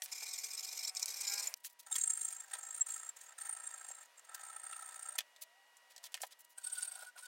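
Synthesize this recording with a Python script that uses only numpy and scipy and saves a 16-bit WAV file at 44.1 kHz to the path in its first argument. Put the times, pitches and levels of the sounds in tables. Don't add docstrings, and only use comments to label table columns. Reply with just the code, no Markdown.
import sys
import numpy as np
from scipy import signal
from scipy.fft import rfft, irfft, next_fast_len
from scipy.io import wavfile
from scipy.ndimage import uniform_filter1d, map_coordinates

SR = 44100
rng = np.random.default_rng(int(sys.argv[2]) if len(sys.argv) > 2 else 0)


def how_loud(loudness_db):
    steps = np.asarray(loudness_db, float) / 20
    return 10 ** steps


def to_wav(s):
    ch = np.atleast_2d(s).T
    pcm = np.round(np.clip(ch, -1, 1) * 32767)
    wavfile.write(sys.argv[1], SR, pcm.astype(np.int16))


N = 320607
TIME = np.arange(N) / SR
CUT_S = 1.5445

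# [dB per Hz, relative]
FIRST_AIR = [(100, -40), (300, -18), (600, -0.5), (1000, -1.5), (1500, -6), (2400, 3.5), (3100, -10.5),
             (9400, -4.5), (16000, -19.5)]
# time_s [s], level_db [dB rms]
FIRST_AIR_LEVEL = [(0, -68), (.9, -63), (1.15, -59.5), (1.3, -59.5), (1.45, -53), (1.545, -58.5)]
# [dB, before each order's share]
MOTOR = [(0, 187.4, 7), (1.051, 187.7, 9.5), (1.175, 198.4, 11.5), (1.25, 200.5, 12), (1.331, 201.5, 20.5),
         (1.4, 203.7, 19), (1.451, 204, 8), (1.545, 202.4, 8)]
# multiple [of the pulse rate], level_db [dB rms before waver and swell], swell_share [factor]
MOTOR_ORDERS = [(4, -84, 1.23), (5, -81, 0.43), (6, -79.5, 0.3), (7, -88.5, 1.17), (8, -94, 1.68),
                (10, -89, 1), (11, -92, 0.74)]
# start_s [s], peak_db [dB, sharp part], low_db [dB, low part against the sharp],
# fall_60_db_s [s, at least 0.004 is used], brightest_hz [Hz]
KNOCKS = [(0.02, -26.5, -27, 0.024, 4600), (0.059, -36, -35, 0.014, 4600), (0.2217, -44, -5.5, 0.03, 1480),
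          (1.5401, -21.5, -46, 0.0032, 5200), (1.6472, -32, -33, 0.011, 3080),
          (1.6593, -36, -36, .008, 7500), (2.5, -50, -20, 0.014, 5000), (2.5344, -38, -35, 0.05, 3480),
          (2.5525, -37.5, -9, 0.014, 2500), (3.904, -49.5, 2, 0.013, 4040), (4.3455, -37, -33, 0.033, 5100),
          (4.7285, -38.5, -36, 0.027, 2700), (5.1869, -19, -28, 0.012, 2900),
          (5.2055, -31.5, -18.5, 0.018, 3050), (5.3616, -46.5, -23, 0.035, 3800),
          (5.7685, -50.5, -32, 0.048, 7000), (5.962, -39.5, -22, 0.028, 5100),
          (5.9789, -40.5, -21, 0.02, 4960), (6.0394, -38, -19, 0.023, 4940),
          (6.0636, -43, -31, 0.016, 5040), (6.1195, -51, -48, .02, 7000),
          (6.1422, -23.5, -27.5, 0.016, 4500), (6.15, -37, -25, 0.032, 2800),
          (6.168, -44, -47, 0.017, 7500), (6.175, -40, -36, 0.018, 1890), (6.204, -45.5, -10, 0.018, 2200),
          (6.217, -30.5, -39, 0.057, 7500), (6.2338, -31.5, -3, 0.02, 2070),
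          (6.3224, -45.5, -43, 0.038, 5000)]
# pitch_hz [Hz], level_db [dB, relative], fall_20_db_s [s]
KNOCK_MODES = [(1803, 3, 0.02), (2800, -4.5, 0.005), (3450, -6.5, 0.017), (3930, -11, 0.02),
               (5400, -10.5, .02), (5770, 1, 0.0069), (7000, -1, 0.019), (7900, 4.5, .015),
               (8620, 3, 0.028)]
# start_s [s], end_s [s],
# level_db [dB rms before grain and fade], brightness_db [dB per octave]
RUBS = [(0.024, 0.064, -45.5, 6), (0.059, 0.118, -57, -1.5), (1.48, 1.513, -53, 9), (1.56, 1.585, -63, 5),
        (1.599, 1.611, -64, 7), (1.634, 1.682, -46.5, 4), (1.687, 1.72, -64, 3), (1.723, 1.736, -60, 12),
        (1.822, 1.84, -67, 1), (1.788, 1.813, -54.5, 3.5), (1.948, 1.967, -43.5, 0),
        (1.981, 1.985, -54, -7), (2.547, 2.56, -59, -6), (4.344, 4.358, -43.5, 7), (5.181, 5.193, -32, 2.5),
        (5.193, 5.221, -56, -2.5), (5.409, 5.44, -47, 4), (5.896, 5.93, -62, -1), (6.027, 6.077, -51, 0.5),
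        (6.116, 6.137, -62.5, -1), (6.15, 6.194, -64, -3), (6.198, 6.259, -51.5, 1.5),
        (6.263, 6.28, -56, 3.5), (6.303, 6.338, -59, -1.5), (6.386, 6.422, -57, 6),
        (6.445, 6.454, -54.5, 6), (6.489, 6.536, -63.5, 5.5), (7.081, 7.104, -68, -3),
        (7.167, 7.205, -56.5, -3.5)]
# [dB, upper squeal against lower]
STROKES = [
    [(0.127, -39.5, -15), (0.157, -48, -27), (0.182, -46, -24), (0.232, -42.5, -29), (0.266, -44, -11),
     (0.289, -40, -2), (0.338, -40.5, 3), (0.359, -47, -10), (0.388, -42, -10), (0.416, -53, -15),
     (0.444, -37, -3), (0.465, -54, -15), (0.512, -52, -6), (0.536, -47, 4), (0.55, -44.5, 1),
     (0.578, -45, -10), (0.593, -41.5, -24), (0.609, -56.5, -27), (0.635, -43.5, -11), (0.65, -43.5, -7),
     (0.674, -48, -18), (0.691, -46, -15), (0.715, -50, -10), (0.733, -45.5, -11), (0.774, -46, -9),
     (0.794, -41.5, -6), (0.811, -45.5, -7), (0.834, -39.5, -5), (0.851, -41, -16), (0.878, -37.5, -10),
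     (0.892, -39.5, -2), (0.961, -44, 0), (0.97, -30.5, -8.5), (0.978, -47, 8), (1.02, -48.5, -12),
     (1.029, -34.5, -17), (1.037, -58, 0), (1.068, -70, -5), (1.085, -42, -11), (1.107, -41, -12),
     (1.125, -51, 2), (1.142, -45, -16), (1.17, -45.5, -7), (1.213, -39.5, 0), (1.237, -44, -12),
     (1.252, -42, -4), (1.279, -35, -14), (1.322, -38, -12), (1.339, -40, -9), (1.379, -41, -8),
     (1.397, -37.5, -6), (1.429, -40, -5), (1.443, -45, -13), (1.459, -48, -12), (1.478, -51, -2)],
    [(1.87, -52, 9), (1.885, -73, 8), (1.917, -36.5, 7), (1.928, -30.5, -7), (1.962, -35, -1),
     (1.985, -35, 5), (2.015, -31, -5), (2.039, -31.5, -3), (2.077, -33, 4), (2.103, -28.5, -0.5),
     (2.136, -36, -3), (2.176, -36.5, 10), (2.214, -33, 2), (2.25, -34, 7), (2.285, -39.5, -4),
     (2.329, -42, 10), (2.367, -44.5, -8), (2.404, -42, -6), (2.442, -50.5, -11.0), (2.481, -66, 16),
     (2.516, -53, 6), (2.539, -37.5, 23), (2.553, -51, 23), (2.589, -45, 12), (2.633, -42.5, -11),
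     (2.67, -43, -2), (2.709, -42.5, -9), (2.747, -39, 7), (2.78, -43, 17), (2.817, -43.5, 1),
     (2.868, -45, 5), (2.889, -45.5, 10), (2.905, -41, -16), (2.922, -38.5, -6), (2.942, -39.5, -4),
     (2.963, -43.5, 1), (2.997, -44, -4), (3.032, -44.5, 4), (3.065, -44.5, -7), (3.094, -48.5, -1),
     (3.169, -60, 3), (3.191, -78, 9), (3.214, -56, 1), (3.238, -58, 13), (3.264, -53.5, -1),
     (3.292, -51.5, -15), (3.325, -58, 1), (3.386, -46, 14), (3.416, -38.5, 21), (3.455, -46, 18),
     (3.47, -48, 8), (3.495, -36.5, 26), (3.532, -35, 26), (3.569, -44.5, 8), (3.602, -46.5, 8),
     (3.639, -45, 5), (3.672, -37, 5), (3.709, -46, 7), (3.742, -46, -2), (3.78, -47, 1), (3.813, -49.5, 2),
     (3.848, -48, -2), (3.888, -44, 3), (3.916, -45.5, -8), (3.952, -50.5, 0), (3.986, -52.5, 4),
     (4.013, -52, -8), (4.03, -57.5, -5), (4.056, -68, -4), (4.18, -54.5, -12), (4.195, -59, -2),
     (4.25, -61.5, 4), (4.294, -55.5, 4), (4.32, -61, 2), (4.348, -46, 6), (4.378, -75, 12),
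     (4.397, -60, 17), (4.414, -56, 14), (4.435, -51, 14), (4.451, -51, 9), (4.469, -50, 15),
     (4.485, -52.0, 1), (4.501, -47.5, 18), (4.532, -47.5, 16), (4.566, -44, 18), (4.599, -50, 14),
     (4.637, -41.5, 22), (4.668, -43.5, 17), (4.698, -48.5, 15), (4.714, -51, 13), (4.729, -41.5, 13),
     (4.764, -45, 28), (4.796, -46.5, 14), (4.826, -46, 31), (4.861, -46, 18), (4.892, -46.5, 9),
     (4.926, -50, 12), (4.962, -48, 18), (4.996, -50, 11), (5.028, -47.5, 18), (5.059, -47.5, 4),
     (5.091, -42, 21), (5.124, -47.5, 25), (5.157, -47, 5)],
    [(6.584, -46.5, 18), (6.6, -73, -13), (6.618, -63, -10), (6.645, -39.5, 12), (6.671, -38, 15.5),
     (6.73, -35.5, 22), (6.784, -37.5, 15.5), (6.812, -50, -7), (6.829, -33.5, 10.5), (6.85, -42.5, 9),
     (6.88, -39, 20), (6.92, -44.0, 20), (6.957, -46.5, 11), (6.994, -54, 12), (7.028, -51.5, 12),
     (7.07, -55, 12), (7.085, -59, 8), (7.099, -69, 5), (7.165, -68, 15), (7.191, -50, 12),
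     (7.231, -51.5, 21), (7.245, -63, -4), (7.259, -52.5, -10)],
]
# shortest_ms [ms], longest_ms [ms]
RETURN_GAPS = [(36, 54), (27, 48), (33, 62)]
# [dB, added]
RETURNS = [(-3, -12, -1, -3.5), (-7, -4.5, -2.5, -3.5), (-10.5, -15, 1.4, -1)]
# [dB, how freely the casting rings]
HANDS = [
    [(.12, -53.5, -57), (.45, -53, -60), (.62, -54, -65.5), (.85, -52.5, -56.5), (1.1, -55, -65),
     (1.3, -49.5, -54.5), (1.45, -52, -61)],
    [(1.88, -70.5, -60.5), (1.93, -59.5, -61), (1.96, -50.5, -71), (2.05, -62, -59.5), (2.3, -60.5, -61),
     (2.46, -72.5, -62.5), (2.54, -64, -54.5), (2.62, -66.5, -60), (2.88, -62.5, -61), (3.08, -70, -59),
     (3.2, -65, -69), (3.32, -77.5, -59), (3.41, -64, -56.5), (3.6, -70, -57.5), (4, -71.5, -62),
     (4.06, -74, -68), (4.25, -76.5, -70), (4.3, -82, -58.5), (4.35, -67.5, -55.5), (4.4, -71.5, -59.5),
     (4.7, -70, -58.5), (4.73, -68, -59.5), (4.77, -67.5, -56.5), (5.16, -69, -57.5)],
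    [(6.58, -64, -65), (6.645, -60.5, -71), (6.67, -62.5, -67), (6.73, -57.5, -65.5), (6.785, -56, -62),
     (6.83, -53, -65), (6.88, -63, -62), (6.96, -63.5, -62.5), (7.03, -60, -56), (7.07, -66, -65),
     (7.1, -75, -73), (7.16, -70, -59), (7.19, -70, -71), (7.235, -63, -79), (7.26, -58.5, -75)],
]
# [dB, relative]
BODY_RINGS = [([(2280, 230, 1.5), (3260, 200, -9.5)], [(2300, 340, 4.5), (940, 390, -13)]), ([(1317, 94, 5),
              (1870, 250, -5), (2700, 740, -17), (3640, 220, -9), (4600, 300, -14.5)], [(837, 274, -0.5),
              (1330, 75, -4.5), (1714, 470, -0.5)]), ([(1480, 60, 3), (795, 230, -11.5)], [(1480, 150, 3.5),
              (776, 310, -6), (2440, 460, -21)])]
# [dB, relative]
SQUEAL_RINGS = [
    [(3985, 290, -5.5), (4330, 160, -13.5), (5235, 410, 2.5), (5880, 320, -4.5), (6380, 79, 0.5),
     (7020, 114, 4), (7500, 310, -2.5), (8120, 170, -1), (8370, 99, 0.5)],
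    [(6725, 210, -13.5), (7570, 78, 3), (8630, 220, 3.5), (8827, 220, 3), (9320, 170, -13.5)],
    [(2900, 250, -19), (3670, 250, -9), (4600, 200, -5), (5260, 170, -8), (5900, 210, -12.5),
     (6790, 250, -9.5), (7630, 630, -8), (8430, 29, 13), (8510, 510, -3.5), (9180, 83, 0)],
]
SQUEAL_EDGES = [2500, 8000, 10000]
# [dB per Hz, mean above 10 kHz is 0]
SCRAPES = [
    [(300, -4.5), (700, -14), (1500, -10.5), (3000, -6.5), (5500, 7), (8500, 4), (10000, -11), (11400, 2.5),
     (12300, -4.5), (13200, 1), (15500, -10)],
    [(300, -9), (700, -18), (2000, 1.5), (2600, -3), (3700, -2), (5000, -1.5), (6000, 2), (6800, 11.5),
     (9000, 5), (10500, -1.5), (12500, -3), (14500, -2.5), (15700, 4), (16300, -11)],
    [(300, -17), (800, -8.5), (1200, -5), (2200, -4), (3000, -1.5), (7000, -3), (8500, 4.5), (10500, 2),
     (14500, -8), (15700, -0.5), (16300, -9)],
]
# [dB, dragged body ring along the travel against the struck ring]
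CONTACTS = [(4.5, 3.5, -4, 0), (4.5, 2.5, 4, -2.5), (3, 2, -5, -1.5)]
# start_s [s], peak_db [dB before the low cut], fall_60_db_s [s]
TICKS = [(0.9498, -31, 0.0098), (0.9954, -29, 0.02), (1.0083, -51, 0.012), (1.0581, -23, 0.0095),
         (1.4719, -26.5, 0.011)]
# time_s [s], pitch_hz [Hz], level_db [dB peak before waver]
GLIDES = [
    [(1.24, 2230, -76), (1.3, 2250, -56), (1.36, 2320, -64), (1.43, 2480, -61)],
    [(5.1, 592, -69), (5.17, 635, -70), (5.27, 590, -87), (5.33, 548, -93), (5.43, 628, -72),
     (5.52, 700, -79), (5.58, 784, -70), (5.63, 780, -77), (5.69, 877, -74), (5.71, 900, -84)],
    [(5.62, 980, -82), (5.72, 1123, -83), (5.8, 1083, -79), (5.87, 1090, -86)],
    [(5.72, 732, -80), (5.79, 809, -77), (5.83, 775, -85), (5.88, 762, -70), (5.93, 780, -89),
     (6, 701, -75), (6.15, 668, -84), (6.22, 576, -84)],
]
# start_s [s], length_s [s],
# level_db [dB rms before its swell], pitch_hz [Hz]
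SQUEAKS = [(1.471, 0.009, -32, 7100), (1.909, .012, -52, 870), (1.92, 0.0094, -43.5, 3730),
           (1.946, 0.023, -57.5, 1316), (1.951, .012, -47.5, 3300), (1.963, .007, -49, 1950),
           (2.007, 0.0092, -50, 3800), (2.808, 0.018, -26.5, 7590), (3.09, 0.009, -36, 7550),
           (4.391, 0.012, -59, 1300), (4.495, 0.015, -56, 1310), (4.529, 0.015, -59, 1316),
           (4.565, 0.0095, -52, 1316), (4.726, 0.0096, -47, 1320), (4.731, 0.0097, -54, 2740),
           (4.759, 0.012, -57, 1303), (4.788, 0.011, -51, 1326), (4.823, 0.011, -53.5, 1313),
           (4.963, 0.015, -72, 1310), (4.985, .018, -60, 1330), (5.052, 0.013, -53, 1296),
           (6.655, 0.043, -55.5, 1480), (6.716, 0.023, -54.5, 1480), (6.768, 0.033, -47.5, 1480),
           (6.818, 0.025, -56, 1480), (7.06, 0.046, -53, 1480), (7.222, 0.051, -52.5, 1480)]
# [dB per Hz, relative]
SECOND_AIR = [(100, -30), (300, -13), (650, -4), (1000, -6.5), (2000, -5.5), (3000, -8.5), (5000, -12),
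              (9000, -16), (16000, -23)]
# time_s [s], level_db [dB rms]
SECOND_AIR_LEVEL = [(1.5, -75), (3, -66.5), (5.2, -68.5), (5.6, -70.5), (6, -68), (6.6, -74), (7.3, -70.5)]
# multiple [of its base pitch], level_db [dB rms before waver and swell]
WHINE_ORDERS = [(1, -79), (2, -78.5), (3, -83)]
# time_s [s], swell_db [dB]
WHINE_SWELL = [(1.5, -2.5), (5.1, 2), (5.25, 6), (7.3, 0)]


def evened(x):
    return x / np.sqrt(np.mean(x ** 2) + 1e-20)


def read(points, hz):
    f, value = np.transpose(points)
    return np.interp(np.log(hz + 1), np.log(f + 1), value)


def smooth(x, s):
    size = max(round(s * SR), 1)
    return uniform_filter1d(uniform_filter1d(x, size), size)


def waver(size, s):
    return evened(smooth(rng.standard_normal(size), s))


def follow(points):
    return np.interp(TIME, *np.transpose(points))


def coloured(size, gain, ticks=0):
    fast = next_fast_len(size)
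    spectrum = rfft(rng.standard_normal(size) + ticks, fast)
    shaped = spectrum * gain(np.fft.rfftfreq(fast, 1 / SR))
    return evened(irfft(shaped, fast)[:size])


def add(mix, s, sound):
    part = mix[round(s * SR):][:len(sound)]
    part += sound[:len(part)]


def first_air():
    return how_loud(follow(FIRST_AIR_LEVEL)) * coloured(N, lambda hz: how_loud(read(FIRST_AIR, hz)))


def motor():
    s, rate_hz, swell_db = np.transpose(MOTOR)
    turns = np.cumsum(np.interp(TIME, s, rate_hz) * (1 + 0.008 * waver(N, 0.0023))) / SR
    out = np.zeros(N)
    for multiple, db, share in MOTOR_ORDERS:
        level_db = db + 3 * waver(N, 0.058) + share * np.interp(TIME, s, swell_db)
        out += np.sqrt(2) * how_loud(level_db) * np.sin(2 * np.pi * (multiple * turns + rng.random()))
    return out


def knock(peak_db, low_db, t60, bright_hz, ring_db=-2, low_hz=700, low_longer=1.72):
    t = np.arange(round(.12 * SR)) / SR

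    def place(hz):
        return how_loud(-9.5 * abs(np.log2((hz + 1) / bright_hz)))

    crack = coloured(len(t), lambda hz: place(hz) * hz / (hz + 1500))
    modes = np.zeros(len(t))
    for hz, db, fall_s in KNOCK_MODES:
        tone = np.sin(2 * np.pi * (hz * rng.uniform(0.943, 1.04) * t + rng.random()))
        modes += place(hz) * how_loud(db - 20 * t / fall_s) * tone

    def low_shape(hz):
        hump = 1 / (0.75 + (hz / low_hz - low_hz / (hz + 1)) ** 2) ** 1.9
        return hump * hz ** 4 / (hz ** 4 + 530.0 ** 4)

    low = coloured(len(t), low_shape)
    rise = np.minimum(t / .0006, 1)
    sharp = rise * how_loud(-60 * t / max(t60, .004)) * (crack + how_loud(ring_db) * modes)
    dull = rise * how_loud(-60 * t / max(low_longer * t60, .004)) * low
    return how_loud(peak_db) * (sharp / abs(sharp).max() + how_loud(low_db) * dull / abs(dull).max())


def room(x, t60=0.046, dull_hz=6000):
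    t = np.arange(round(.12 * SR)) / SR
    noise = coloured(len(t), lambda hz: 1 / (1 + (hz / dull_hz) ** 2))
    tail = noise * how_loud(-60 * t / t60) * (t > .002)
    return signal.fftconvolve(x, tail / np.linalg.norm(tail))[:N]


def rub(length, db, tilt_db, grain_db=3.5):
    size = round(max(length, .005) * SR)

    def shape(hz):
        tilt = how_loud(tilt_db * np.log2((hz + 50) / 4000))
        return tilt * (hz / (hz + 900)) ** 2 / (1 + (hz / 12000) ** 2)

    noise = coloured(size, shape)
    grain = how_loud(grain_db * waver(size, .001))
    u = np.linspace(0, 1, size)
    return how_loud(db) * noise * grain * np.minimum(u / 0.38, 1) * np.sqrt(1 - u ** 2)


def strokes_of(bites, gaps_ms, returns, hands):
    return_db, return_lean_db, return_scrape_db, return_body_db = returns
    rows = []
    for (s, squeal_db, lean_db), after in zip(bites, list(bites[1:]) + [(np.inf, 0, 0)]):
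        rows.append((s, squeal_db, lean_db, False))
        if gaps_ms[0] <= (after[0] - s) * 1000 < gaps_ms[1]:
            middle = s + 0.5 * (after[0] - s)
            weaker_db = min(squeal_db, after[1])
            rows.append((middle, weaker_db + return_db, (lean_db + after[2]) / 2 + return_lean_db, True))
    s, squeal_db, lean_db, back = np.transpose(rows)
    gap_ms = np.diff(s, prepend=-np.inf, append=np.inf) * 1000
    gap_ms = np.where(gap_ms < gaps_ms[1], gap_ms, 14.3)
    spread_ms = 0.23 * (gap_ms[:-1] + gap_ms[1:]) / 2
    stands_out_db = squeal_db - uniform_filter1d(squeal_db, size=5)
    at, pressure_db, free_db = np.transpose(hands)
    scatter_db = 1.5 * rng.standard_normal((len(s), 2))
    scrape_db = np.interp(s, at, pressure_db) + 0.3 * stands_out_db + return_scrape_db * back + scatter_db[:, 0]
    body_db = np.interp(s, at, free_db) + 0.2 * stands_out_db + return_body_db * back + scatter_db[:, 1]
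    lower_db = squeal_db - 10 * np.log10(1 + how_loud(lean_db) ** 2)
    return np.transpose([s, spread_ms, scrape_db, body_db, lower_db, lower_db + lean_db])


def patchy(x, patch_db):
    z = signal.stft(x, nperseg=256, noverlap=192)[2]
    patches = rng.standard_normal(z.shape[::-1])
    patches = uniform_filter1d(uniform_filter1d(patches, size=7, axis=0), size=3, axis=1)
    return signal.istft(z * how_loud(patch_db * evened(patches).T), nperseg=256, noverlap=192)[1][:len(x)]


def stroke_powers(t, strokes, bite_db, body_drag_db, wide=1.8, bite_ms=3.86, late=0.65, squeal_drag_db=-11):
    power = np.zeros((5, len(t)))
    for middle, spread_ms, scrape_db, body_db, *squeal_db in strokes:
        near = slice(*np.searchsorted(t, [middle - .05, middle + 0.047]))
        away_ms = (t[near] - middle) * 1000
        follow_ms = late * np.clip(spread_ms - bite_ms, 0, 5)
        travel = np.exp(-((away_ms - follow_ms) / (wide * spread_ms)) ** 4)
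        travel += 0.012 * np.exp(-(away_ms / 20) ** 2)
        bite_width_ms = np.where(away_ms < 0, 0.59, 1) * 0.83 * min(spread_ms, bite_ms)
        bite = np.exp(-(away_ms / bite_width_ms) ** 2 / 2)
        squeal = bite + how_loud(squeal_drag_db) ** 2 * travel
        power[0, near] += how_loud(scrape_db) ** 2 * (travel + how_loud(bite_db) ** 2 * bite)
        power[1, near] += how_loud(body_db) ** 2 * bite
        power[2, near] += how_loud(body_db + body_drag_db) ** 2 * travel
        power[3:, near] += how_loud(np.array(squeal_db))[:, None] ** 2 * squeal
    return power


def ringing(modes, ticks):
    def shape(hz):
        return np.sqrt(sum(how_loud(db) ** 2 / (1 + (2 * (hz - f) / width) ** 2) ** 2.36 for f, width, db in modes))

    return coloured(len(ticks), shape, ticks)


def filing(strokes, body, rings, scrape, contact, tick_db=-7, ticks_per_s=3000, grit_db=1.9, steady=0.89):
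    squeal_hop_db, scrape_patch_db, bite_db, body_drag_db = contact
    start = strokes[0][0] - .04
    t = np.arange(start, strokes[-1][0] + 0.011, 1 / SR)
    power = stroke_powers(t, strokes, bite_db, body_drag_db)
    grit = evened(smooth(rng.exponential(1, len(t)) ** 2 - 2, 0.0027))
    grit = how_loud(grit_db * np.minimum(grit, 2))
    ticks = rng.laplace(size=len(t)) * (rng.random(len(t)) < ticks_per_s / SR)
    ticks = how_loud(tick_db) * evened(ticks)
    f = np.linspace(300, 15500, num=200)
    whole = np.sqrt(np.mean(how_loud(read(scrape, f)) ** 2) * 15200 / 5800)
    teeth = coloured(len(t), lambda hz: how_loud(read(scrape, hz)) * (hz < 16500), ticks)
    out = whole * evened(patchy(teeth, scrape_patch_db) * grit) * np.sqrt(power[0])

    lower, upper = [[ring for ring in rings if lo <= ring[0] < hi]
                    for lo, hi in zip(SQUEAL_EDGES, SQUEAL_EDGES[1:])]
    struck, dragged = body
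    parts = [(struck, 0, True), (dragged, scrape_patch_db, True),
             (lower, squeal_hop_db, False), (upper, squeal_hop_db, False)]
    for (modes, hop_db, shifts), level in zip(parts, power[1:]):
        part = ringing(modes, ticks)
        if shifts:
            drift = 0.015 * waver(len(t), 0.01177)
            part = map_coordinates(part, [np.arange(len(t)) + np.cumsum(drift)], order=3, mode="mirror")
        if hop_db:
            part = evened(patchy(part, hop_db))
        chatter = part / (smooth(part ** 2, 0.012) + 0.0012) ** (steady / 2)
        out += evened(chatter * grit ** 0.75) * np.sqrt(level)
    return start, out


def tick(peak_db, t60):
    high_pass = signal.butter(N=2, Wn=3500, btype="high", fs=SR, output="sos")
    return signal.sosfilt(high_pass, knock(peak_db, -np.inf, t60, bright_hz=6100))


def glides():
    out = np.zeros(N)
    wobble = 1 + 0.0199 * waver(N, 0.002)
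    for s, hz, db in map(np.transpose, GLIDES):
        level_db = np.interp(TIME, s, db, -np.inf, -np.inf) + 2.0 * waver(N, 0.067)
        cycles = np.cumsum(np.interp(TIME, s, hz) * wobble) / SR
        out += how_loud(level_db) * np.sin(2 * np.pi * cycles)
    return out


def squeak(length, db, hz):
    u = np.linspace(0, 1, round(length * SR))
    pitch_hz = hz * (1 + 0.0092 * waver(len(u), 0.0037))
    swell = np.sin(np.pi * u ** 0.77) ** 0.84
    return np.sqrt(2) * how_loud(db) * swell * np.sin(2 * np.pi * (np.cumsum(pitch_hz) / SR + rng.random()))


def second_air():
    return how_loud(follow(SECOND_AIR_LEVEL)) * coloured(N, lambda hz: how_loud(read(SECOND_AIR, hz)))


def whine(base_hz=960):
    out = np.zeros(N)
    for multiple, db in WHINE_ORDERS:
        level_db = db + waver(N, 0.096) + (multiple > 1) * follow(WHINE_SWELL)
        out += np.sqrt(2) * how_loud(level_db) * np.sin(2 * np.pi * (multiple * base_hz * TIME + rng.random()))
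    return out


def scene():
    work = np.zeros(N)
    for s, *blow in KNOCKS:
        add(work, s, knock(*blow))
    for start, end, db, tilt_db in RUBS:
        add(work, start, rub(end - start, db, tilt_db))
    grips = zip(STROKES, RETURN_GAPS, RETURNS, HANDS, BODY_RINGS, SQUEAL_RINGS, SCRAPES, CONTACTS)
    for *motion, body, rings, scrape, contact in grips:
        add(work, *filing(strokes_of(*motion), body, rings, scrape, contact))
    for s, *touch in TICKS:
        add(work, s, tick(*touch))
    for s, *note in SQUEAKS:
        add(work, s, squeak(*note))
    first = TIME < CUT_S
    before = work * first
    wet = np.where(first, room(before), room(work - before))
    workshop = np.where(first, first_air() + motor(), second_air() + whine()) + glides()
    return (work + how_loud(-10.0) * wet + workshop)[None]


def low_pass(x):
    return signal.sosfilt(signal.butter(12, 16640, fs=SR, output="sos"), x)


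def record(dry):
    low_cut = signal.butter(N=6, Wn=450, btype="high", fs=SR, output="sos")
    top_cut = signal.ellip(N=6, rp=1, rs=40, Wn=16000, fs=SR, output="sos")
    thin = signal.sosfilt(top_cut, signal.sosfilt(low_cut, dry))

    def rumble_shape(hz):
        return .5 / (1 + (hz / 60) ** 2) + (hz / 190) ** 6 / (1 + (hz / 250) ** 8)

    rumble = how_loud(-96) * coloured(N, rumble_shape)
    return low_pass(thin + rumble)


dry = scene()
out = record(dry)
to_wav(out)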